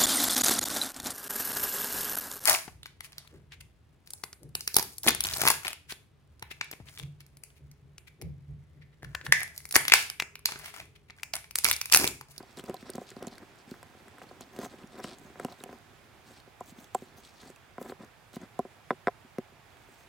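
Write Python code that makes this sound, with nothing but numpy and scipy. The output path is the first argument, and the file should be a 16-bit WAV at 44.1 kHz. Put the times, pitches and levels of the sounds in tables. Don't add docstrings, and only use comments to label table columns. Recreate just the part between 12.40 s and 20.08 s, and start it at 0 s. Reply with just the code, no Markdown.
import sys
import numpy as np
from scipy import signal
from scipy.io import wavfile

SR = 44100
rng = np.random.default_rng(int(sys.argv[2]) if len(sys.argv) > 2 else 0)


def bounce(signal):
    frames = np.transpose(np.atleast_2d(signal))
    limited = np.clip(frames, -1, 1)
    pcm = np.round(limited * 32767).astype(np.int16)
    wavfile.write(sys.argv[1], SR, pcm)


N = 338685

# (f/Hz, relative level per Hz/dB)
HUSH_COLOUR = [(15, -61), (25, -18), (123, 1.5), (184, -13), (415, -10.5), (450, -10.5), (639, -11.5),
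               (712, -4.5), (984, -24), (1070, -12), (1780, -11.5), (2800, -16.5), (4590, -23.5),
               (9000, -28), (15900, -32)]
# (f/Hz, likeness/1)
HUSH_LIKENESS = [(60, 0.97), (240, 0.12), (950, 0.55), (3770, 0.29), (15000, 0.009)]
# (f/Hz, left minus right level/dB)
HUSH_LEAN = [(60, -6.5), (380, -4.5), (2380, -5), (15000, -1)]
# (f/Hz, relative level/dB, time to die by 60 dB/s)
KNOCK_TONES = [(54.3, -30, 0.19), (164, -3.5, 0.022), (241.5, 2, 0.034), (381, 0, 0.044), (521.7, 0, 0.021),
               (727.7, 1, 0.029), (1012.5, -0.5, 0.023), (1300, 1, 0.016), (1562, 3.5, 0.0095),
               (2007, 6, 0.005), (2700, -22, 0.011), (3400, -16, 0.025), (3720, -13.5, 0.012),
               (5320, -20, 0.018), (8100, -21.5, 0.015)]
# (f/Hz, width/Hz, relative level/dB)
BOWL_MODES = [(2600, 300, -8), (3600, 2160, -3), (4470, 1230, -9.5), (5620, 170, -5), (6300, 550, 11),
              (7400, 1800, 9), (9150, 300, -5)]
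# (t/s, wood rumble level/dB)
IDLE_STIRRING = [(0, -67), (1.0, -58.5), (1.15, -64.5), (1.6, -60.5), (2.0, -58.5), (3.3, -66.5),
                 (3.8, -63.5), (4.1, -88), (4.7, -62), (5.15, -74), (6.2, -70), (7.0, -72.5), (7.68, -68)]
# (middle t/s, length/s, wood rumble level/dB, leaf crackle level/dB,
# dust hiss level against the crackle/dB)
GRINDING_PUSHES = [(.001,0.037,-42.5,-65,-4),(0.098,0.14,-63,-64,-15),(0.19,0.055,-46.5,-52,-13),(0.26,0.082,-49.5,-64.5,-4),(0.297,0.046,-42.5,-61,-5),(0.35,0.074,-52,-65,-10),
                   (0.414,0.063,-72,-57,-15),(0.485,0.096,-51.5,-56,-31),(0.558,0.041,-50,-59,-2),(0.622,0.09,-53.5,-65,-6),(0.691,0.075,-71,-56.5,-21),(.78,0.053,-55,-62,-18),
                   (0.835,0.078,-47,-67,-8),(0.88,0.018,-47,-49,-9),(0.927,0.044,-53,-57.5,-18),(1.026,0.036,-52,-67,-6),(1.197,0.081,-64,-63.5,-16),(1.332,0.17,-59,-66.5,-5),
                   (1.832,0.032,-46,-61,-6),(2.022,0.054,-67,-58,-18),(2.177,0.14,-55,-64.5,-1),(2.234,0.1,-41.5,-53,-4),(2.331,0.089,-55,-61.5,-11),(2.42,0.13,-54.5,-68,-10),
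                   (2.565,0.14,-52,-62,-21),(2.594,0.061,-43.5,-74,11),(2.646,0.057,-47,-50,-14),(2.677,0.03,-47,-50,-16),(2.701,0.16,-51,-57,-21),(2.86,0.21,-56.5,-69.5,-3),(3.026,0.14,-46.5,-61,-6),
                   (3.12,0.081,-51,-57.5,-13),(3.21,0.082,-55,-66,-5),(3.318,0.13,-52.5,-66.5,-7),(3.902,.12,-58,-60,-9),(3.981,0.081,-62,-58.5,-24),(4.281,0.1,-59,-62,0),(4.414,0.13,-54.5,-62.5,-4),
                   (4.6,0.22,-62,-67,-3),(4.787,0.068,-62,-64,1),(4.867,0.11,-68,-61.5,-10),(4.98,0.22,-64.5,-64.5,-12),(5.061,0.15,-54.5,-60.5,-9),(5.42,0.05,-45.5,-78,21),(5.461,0.053,-46.5,-64,2),(5.497,0.059,-44.5,-58.5,-1.5),
                   (5.625,0.1,-51,-66.5,-11),(5.953,0.054,-60,-56,-8),(6.033,0.08,-50.5,-63.5,-15),(7.535,0.64,-71,-71,-3.5)]
# (t/s, peak level/dB, pitch f/Hz, broad tick level against the ring/dB)
LEAF_SNAPS = [(.027,-45,4700,1),(.126,-50,5000,2),(.1705,-40,3970,2),(.195,-37,3330,-3),(0.2386,-39.5,2600,4),(.259,-43,4930,-2),
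              (.2818,-47,6150,-2),(0.2956,-37.5,2860,4),(0.3416,-34.5,3800,7),(0.3653,-43,4140,-16),(.4702,-53,3520,-20),(0.5,-30,8500,-1),(0.534,-40,4700,-6),
              (.5536,-34,7600,9),(.5791,-44,8000,5),(0.612,-49,3930,10),(0.7025,-37,7100,3),(.764,-49,4570,-6),(0.826,-36.5,3160,7),(.868,-33.5,7240,-4),
              (0.8802,-39,4220,-1),(.9142,-53,4580,-8),(.9532,-45,4100,-3),(0.9805,-40.5,4470,0),(1.156,-57,7500,0),(1.186,-55,7400,5),(1.3106,-41.5,4500,2),(1.4284,-39.5,7700,9),(1.681,-46.5,7660,1),
              (1.783,-49,8200,6),(1.82,-48,2700,-5),(1.889,-49.5,4270,-11),(2.0076,-35.5,6600,0),(2.162,-40,2800,7),(2.1882,-35.5,3500,7),
              (2.232,-42,9000,6),(2.249,-45,7000,6),(2.384,-50,2960,-4),(2.432,-49,2600,-14),(2.4717,-46.5,5900,-4),(2.5995,-44,5270,-11),(2.639,-34,7500,0),
              (2.6405,-36.5,2900,-19),(2.7945,-47,7500,4),(2.7837,-45.5,7000,1),(2.9966,-37,8100,-1),(3.047,-30,3050,6),(3.0824,-49,2780,-14),(3.121,-42,4200,-5),
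              (3.202,-43.5,3830,-11),(3.2268,-57,10500,8),(3.237,-27.5,2950,8),(3.3273,-47,2700,1),(3.385,-53,7500,1),(4,-48,4560,-6),(4.205,-44,7600,-4),
              (4.386,-50,3520,-5),(4.4423,-42,3470,7),(4.5463,-27,7760,-4.5),(4.619,-50,3760,0),
              (5.014,-48,6300,0),(5.1008,-46,8260,8),(5.1597,-46,2630,2),(5.379,-54,7660,-11),(5.4136,-51,3650,7),(5.426,-40,3600,6),
              (5.495,-43,4220,-11),(5.523,-51,3120,-4),(5.931,-44,3840,14),(5.9573,-39,2870,11),(5.646,-49,6500,6),(6.0145,-47,6300,-7),(6.1899,-35.5,10100,9),
              (6.6711,-38,3480,-14),(6.983,-38.5,2740,13)]
# (t/s, relative bowl level/dB, then against the bowl: board thump level/dB,
# rim level/dB, hard edge level/dB)
PESTLE_KNOCKS = [(.031,-51,-4,12,-32),(.174,-38.5,-1,-26,-16),(.193,-40.5,-3,-13,-4),(.237,-43,0,-7,-9),(0.294,-20.5,-11,-18,-38),(.341,-40,-7,16.5,-37),
                 (0.426,-45.5,6.5,-17,-4),(0.447,-55,6,-22,-5),(0.494,-27.5,-20,-51,-16),(0.55,-31.5,-4,-13,-20),(.58,-31,-1.5,-0.5,-18.5),(.615,-33,-12,-7,-31),
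                 (0.715,-36.5,-19,-47,-12),(0.765,-37.5,1,-5.5,-17),(0.823,-31,-16,-13,-19),(0.87,-37.5,4,3.5,-36),(.98,-51.5,-2,-17,4.5),
                 (1.016,-49.5,-2,-7,-21),(1.274,-59,15,-13,-10),(1.314,-34.5,0.5,-32,-21),(1.34,-55,-10,4,6.5),(1.428,-45.5,-40,1,-4),(1.549,-47.5,-22,-9,-18),(1.681,-59.5,-10,6,11),(1.782,-58,-16,7,8),(1.816,-44,-41,0,-4),
                 (1.911,-42.5,-17,3,-20),(2.007,-43.5,0,2.5,-10),(2.162,-41.5,-26,-8,-14),(2.187,-25.5,-7,-15.5,-22),(2.214,-44,-19,4,-4),(2.231,-37.5,-19,6.5,-21),
                 (2.249,-37,-37,-5,-5.5),(2.259,-34.5,-48,-3,-17),(2.337,-39.5,-20,-13,-16),(2.437,-46,8,-12,-10),(2.597,-31,-8,-18,-24),(2.643,-37.5,5,5,-2.5),
                 (2.849,-59,15,-18,-15),(2.956,-43.5,-14,-4,-9),(2.997,-26,-42,-11,-11.5),(3.047,-27,0,-3,-15.5),(3.084,-54,-14,21.5,-3),(3.124,-52.5,-26,17,-19),
                 (3.207,-43,-21,-11,-10),(3.236,-43.5,0,8,-11),(3.259,-41.5,-9,1,-45),(3.291,-44,4,2.5,-8),(3.327,-35.5,-25,-15,-18),(4.075,-44.5,-10,-8,-25),
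                 (4.208,-39,-5,15.5,-18),(4.321,-63,22,-1,0),(4.383,-56,17,-13,-3),(4.548,-26,-14.5,15,-17),(4.62,-37.5,-3,-10,-32),(4.781,-52.5,4,2,-12),
                 (5.031,-53.5,9.5,-24,1),(5.099,-37,-13,-22,-19),(5.381,-38.5,0,9.5,-5),(5.413,-30.5,-8.5,-6.5,-20),(5.496,-36,-9,-12,-9),(5.52,-32.5,-12,-6.5,-14),
                 (5.603,-45,5,-14,-27),(5.936,-49,-1,-6,-9),(5.965,-41.5,14,4,-10),(6.013,-47,3,-14,-12),(6.03,-47,12,-28,-6),(6.191,-22.5,-3.5,3.5,-25),(6.25,-34,-11,-9,-25),
                 (6.5054,-21,-7,5,-4.5),(6.512,-23.5,-13.5,-9,-13.5),(6.526,-35,-10,-7,-27),(6.671,-21,-3.5,-0.5,-1.5),(6.681,-20.5,-40,3.5,-9.5),(6.846,-57,10.5,-15,-8),
                 (6.983,-25,0,-9.5,-19.5),(7.121,-46.5,-6,-26,-27),(7.486,-46.5,-18,-17,-18)]
KNOCK_PART_HZ = [230, 430, 900, 1550]

HUSH_DB = -57.42
STIR_CRACKLE_DB, STIR_DUST_DB = -11.5, -12
PUSH_END_DB = -20
PUSH_SQUARENESS = 2.65
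FINE_DB, FINE_FOLLOWS_DUST = 1.5, 0.54
TEAR_MS = 1.694
SNAP_T60_MS, TICK_T60_MS = 12.7, 5.5
SNAP_PAN_DB, SNAP_PAN_SPREAD_DB = -1.3, 3.7
BUILD_MS = 2.88
QUICKER_DB_PER_EDGE_DB = 0.18
CLACK_T60_S = 0.02


def from_db(db):
    return 10 ** (np.asarray(db) / 20)


def rms_one(x):
    return x / np.sqrt(np.mean(x ** 2) + 1e-20)


def at_hz(points, hz):
    table_hz, values = np.transpose(points)
    return np.interp(np.log(hz), np.log(table_hz), values)


def drift(rate):
    r = np.exp(-80 * np.pi * rate / SR)
    steps = rng.standard_normal(N // 40 + 2002)
    slow = signal.lfilter([1], [1, -2 * r, r * r], steps)[2000:]
    return np.interp(np.arange(N) / 40, np.arange(len(slow)), rms_one(slow))


def band(x, low, high):
    return signal.sosfilt(signal.butter(2, [low, high], "band", fs=SR, output="sos"), x)


def ring(clicks, hz, t60):
    r = from_db(-60 / (t60 * SR))
    w = 2 * np.pi * hz / SR
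    return signal.lfilter([0, np.sin(w)], [1, -2 * r * np.cos(w), r * r], clicks + 1e-18)


def resonance(x, hz, width_hz):
    r = np.exp(-np.pi * width_hz / SR)
    top = np.array([1, 0, -1]) * (1 - r * r) / 2
    return signal.lfilter(top, [1, -2 * r * np.cos(2 * np.pi * hz / SR), r * r], x)


def grains(per_s, spread_db, clump_db):
    sizes = from_db(spread_db * np.minimum(rng.exponential(1, N), 5)) * rng.choice([-1, 1], N)
    chance = per_s * from_db(clump_db * drift(40)) / SR
    return rms_one(sizes * (rng.random(N) < chance))


def hush():
    out, together = 0, drift(.5)
    edges = 20 * 2 ** np.arange(0, 10.1, .5)
    white = rng.standard_normal((2, 2, N))
    for k, (low, high) in enumerate(zip(edges, edges[1:])):
        mid, side = band(white[k % 2], low, min(high, .45 * SR))
        hz = np.sqrt(low * high)
        alike = np.clip(at_hz(HUSH_LIKENESS, hz), -1, 1)
        flicker_db = .3 * together + .7 * drift(8)
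        lean_db = at_hz(HUSH_LEAN, hz) / 2 * np.array([[1], [-1]])
        gain = from_db(at_hz(HUSH_COLOUR, hz) + flicker_db + lean_db)
        out = out + gain * (np.sqrt(1 + alike) * mid + np.sqrt(1 - alike) * side * [[1], [-1]])
    return from_db(HUSH_DB) * rms_one(out)


def effort():
    def layer_powers(wood_db, leaf_db, dust_db):
        fine_db = leaf_db + FINE_DB + FINE_FOLLOWS_DUST * dust_db
        return from_db([wood_db, leaf_db, fine_db, leaf_db + dust_db]) ** 2

    t = np.arange(N) / SR
    stir_db = np.interp(t, *np.transpose(IDLE_STIRRING))
    power = layer_powers(stir_db, stir_db + STIR_CRACKLE_DB, STIR_DUST_DB)
    for s, length, *levels_db in GRINDING_PUSHES:
        near = slice(max(int((s - 2 * length) * SR), 0), int((s + 2 * length) * SR))
        from_middle = np.abs(2 * (t[near] - s) / length)
        swell = from_db(PUSH_END_DB * from_middle ** PUSH_SQUARENESS) ** 2
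        power[:, near] += layer_powers(*levels_db)[:, None] * swell
    return np.sqrt(power)


def crackle(leaves, modes):
    out = 0
    for k, (hz, width_hz, db) in enumerate(modes):
        piece = leaves[k % 3] + .5 * leaves[(k + 1) % 3] * [[1], [-.3]]
        coloured = resonance(resonance(piece, hz, width_hz), hz, 3 * width_hz)
        out = out + from_db(db + 2.6 * drift(18)) * coloured
    return rms_one(out)


def grinding():
    wood_gain, coarse_gain, fine_gain, dust_gain = effort()
    slips = grains(900, spread_db=2.0, clump_db=3.0)
    rumble = 0
    for k, (hz, db, t60) in enumerate(KNOCK_TONES):
        gain = from_db(db - 2.65 * np.log2(hz / 400))
        rumble = rumble + (-1) ** k * gain * ring(slips, hz, t60)
    leaves = np.array([grains(1200, spread_db=3.5, clump_db=4.0) for piece in range(3)])
    dust = band(leaves[0] + 0.91 * leaves[1:], 9000, 16500)
    return (wood_gain * rms_one(rumble) + coarse_gain * crackle(leaves, BOWL_MODES[:4])
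            + fine_gain * crackle(leaves, BOWL_MODES[4:]) + dust_gain * rms_one(dust))


def snaps():
    out, t = np.zeros((2, N)), np.arange(1200) / SR
    noises = rng.standard_normal((len(LEAF_SNAPS), len(t)))
    pans_db = SNAP_PAN_DB + SNAP_PAN_SPREAD_DB * rng.standard_normal(len(LEAF_SNAPS))
    for (s, peak_db, hz, tick_db), noise, pan_db in zip(LEAF_SNAPS, noises, pans_db):
        tear = noise * np.minimum(1000 * t / TEAR_MS, 1) ** 1.67
        after_ms = np.maximum(1000 * t - TEAR_MS, 0)
        burst = tear * from_db(-60 * after_ms / SNAP_T60_MS)
        crack = tear * from_db(-60 * after_ms / TICK_T60_MS)
        tone = resonance(resonance(burst, hz, 0.1 * hz), hz, 1.0 * hz)
        snap = rms_one(tone) + from_db(tick_db) * rms_one(band(crack, 2300, 12500))
        i = round(s * SR)
        snap = (snap / np.abs(snap).max())[:N - i]
        out[:, i:i + len(snap)] += snap * from_db(peak_db + np.array([[pan_db], [-pan_db]]) / 2)
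    return out


def knocks():
    out, t = np.zeros(N), np.arange(4000) / SR
    hz, level_db, t60 = np.transpose(KNOCK_TONES)[:, :, None]
    chance = rng.standard_normal((len(PESTLE_KNOCKS), 2, len(KNOCK_TONES), 1))
    grit = band(rng.standard_normal((len(PESTLE_KNOCKS), len(t))), 1500, 5500)
    sign = (-1.) ** np.arange(len(KNOCK_TONES))[:, None]
    for knock, (scatter, detune), noise in zip(PESTLE_KNOCKS, chance, grit):
        s, bowl_db, thump_db, rim_db, edge_db = knock
        colour_db = np.interp(np.log(hz), np.log(KNOCK_PART_HZ), [thump_db, 0, rim_db, edge_db])
        build_s = BUILD_MS / 1000 * from_db(-QUICKER_DB_PER_EDGE_DB * (edge_db + 19))
        build_s = build_s * (400 / hz) ** .5
        shape = (1 - np.exp(-t / build_s)) ** 2 * from_db(-60 * t / t60)
        size = from_db(bowl_db - 5.5 + colour_db + level_db + 1.43 * scatter)
        size = size / shape.max(axis=1, keepdims=True)
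        tones = np.sin(2 * np.pi * hz * (1 + .015 * detune) * t)
        blow = (sign * size * shape * tones).sum(axis=0)
        clack = noise * np.minimum(t / 0.00068, 1) * from_db(-60 * t / CLACK_T60_S)
        blow += from_db(bowl_db + edge_db - 16.0) * clack
        i = round(s * SR)
        out[i:i + len(t)] += blow[:N - i]
    return out


def scene():
    bass_cut = signal.butter(2, 90, "high", fs=SR, output="sos")
    blows = signal.sosfilt(bass_cut, knocks())
    return hush() + grinding() + snaps() + blows


def band_limit(x):
    return signal.sosfilt(signal.butter(12, 16830, fs=SR, output="sos"), x)


def record(dry):
    top_cut = signal.cheby2(16, 40, 16500, fs=SR, output="sos")
    mix = signal.sosfilt(top_cut, dry)
    return band_limit(mix)


dry = scene()
out = record(dry)
bounce(out)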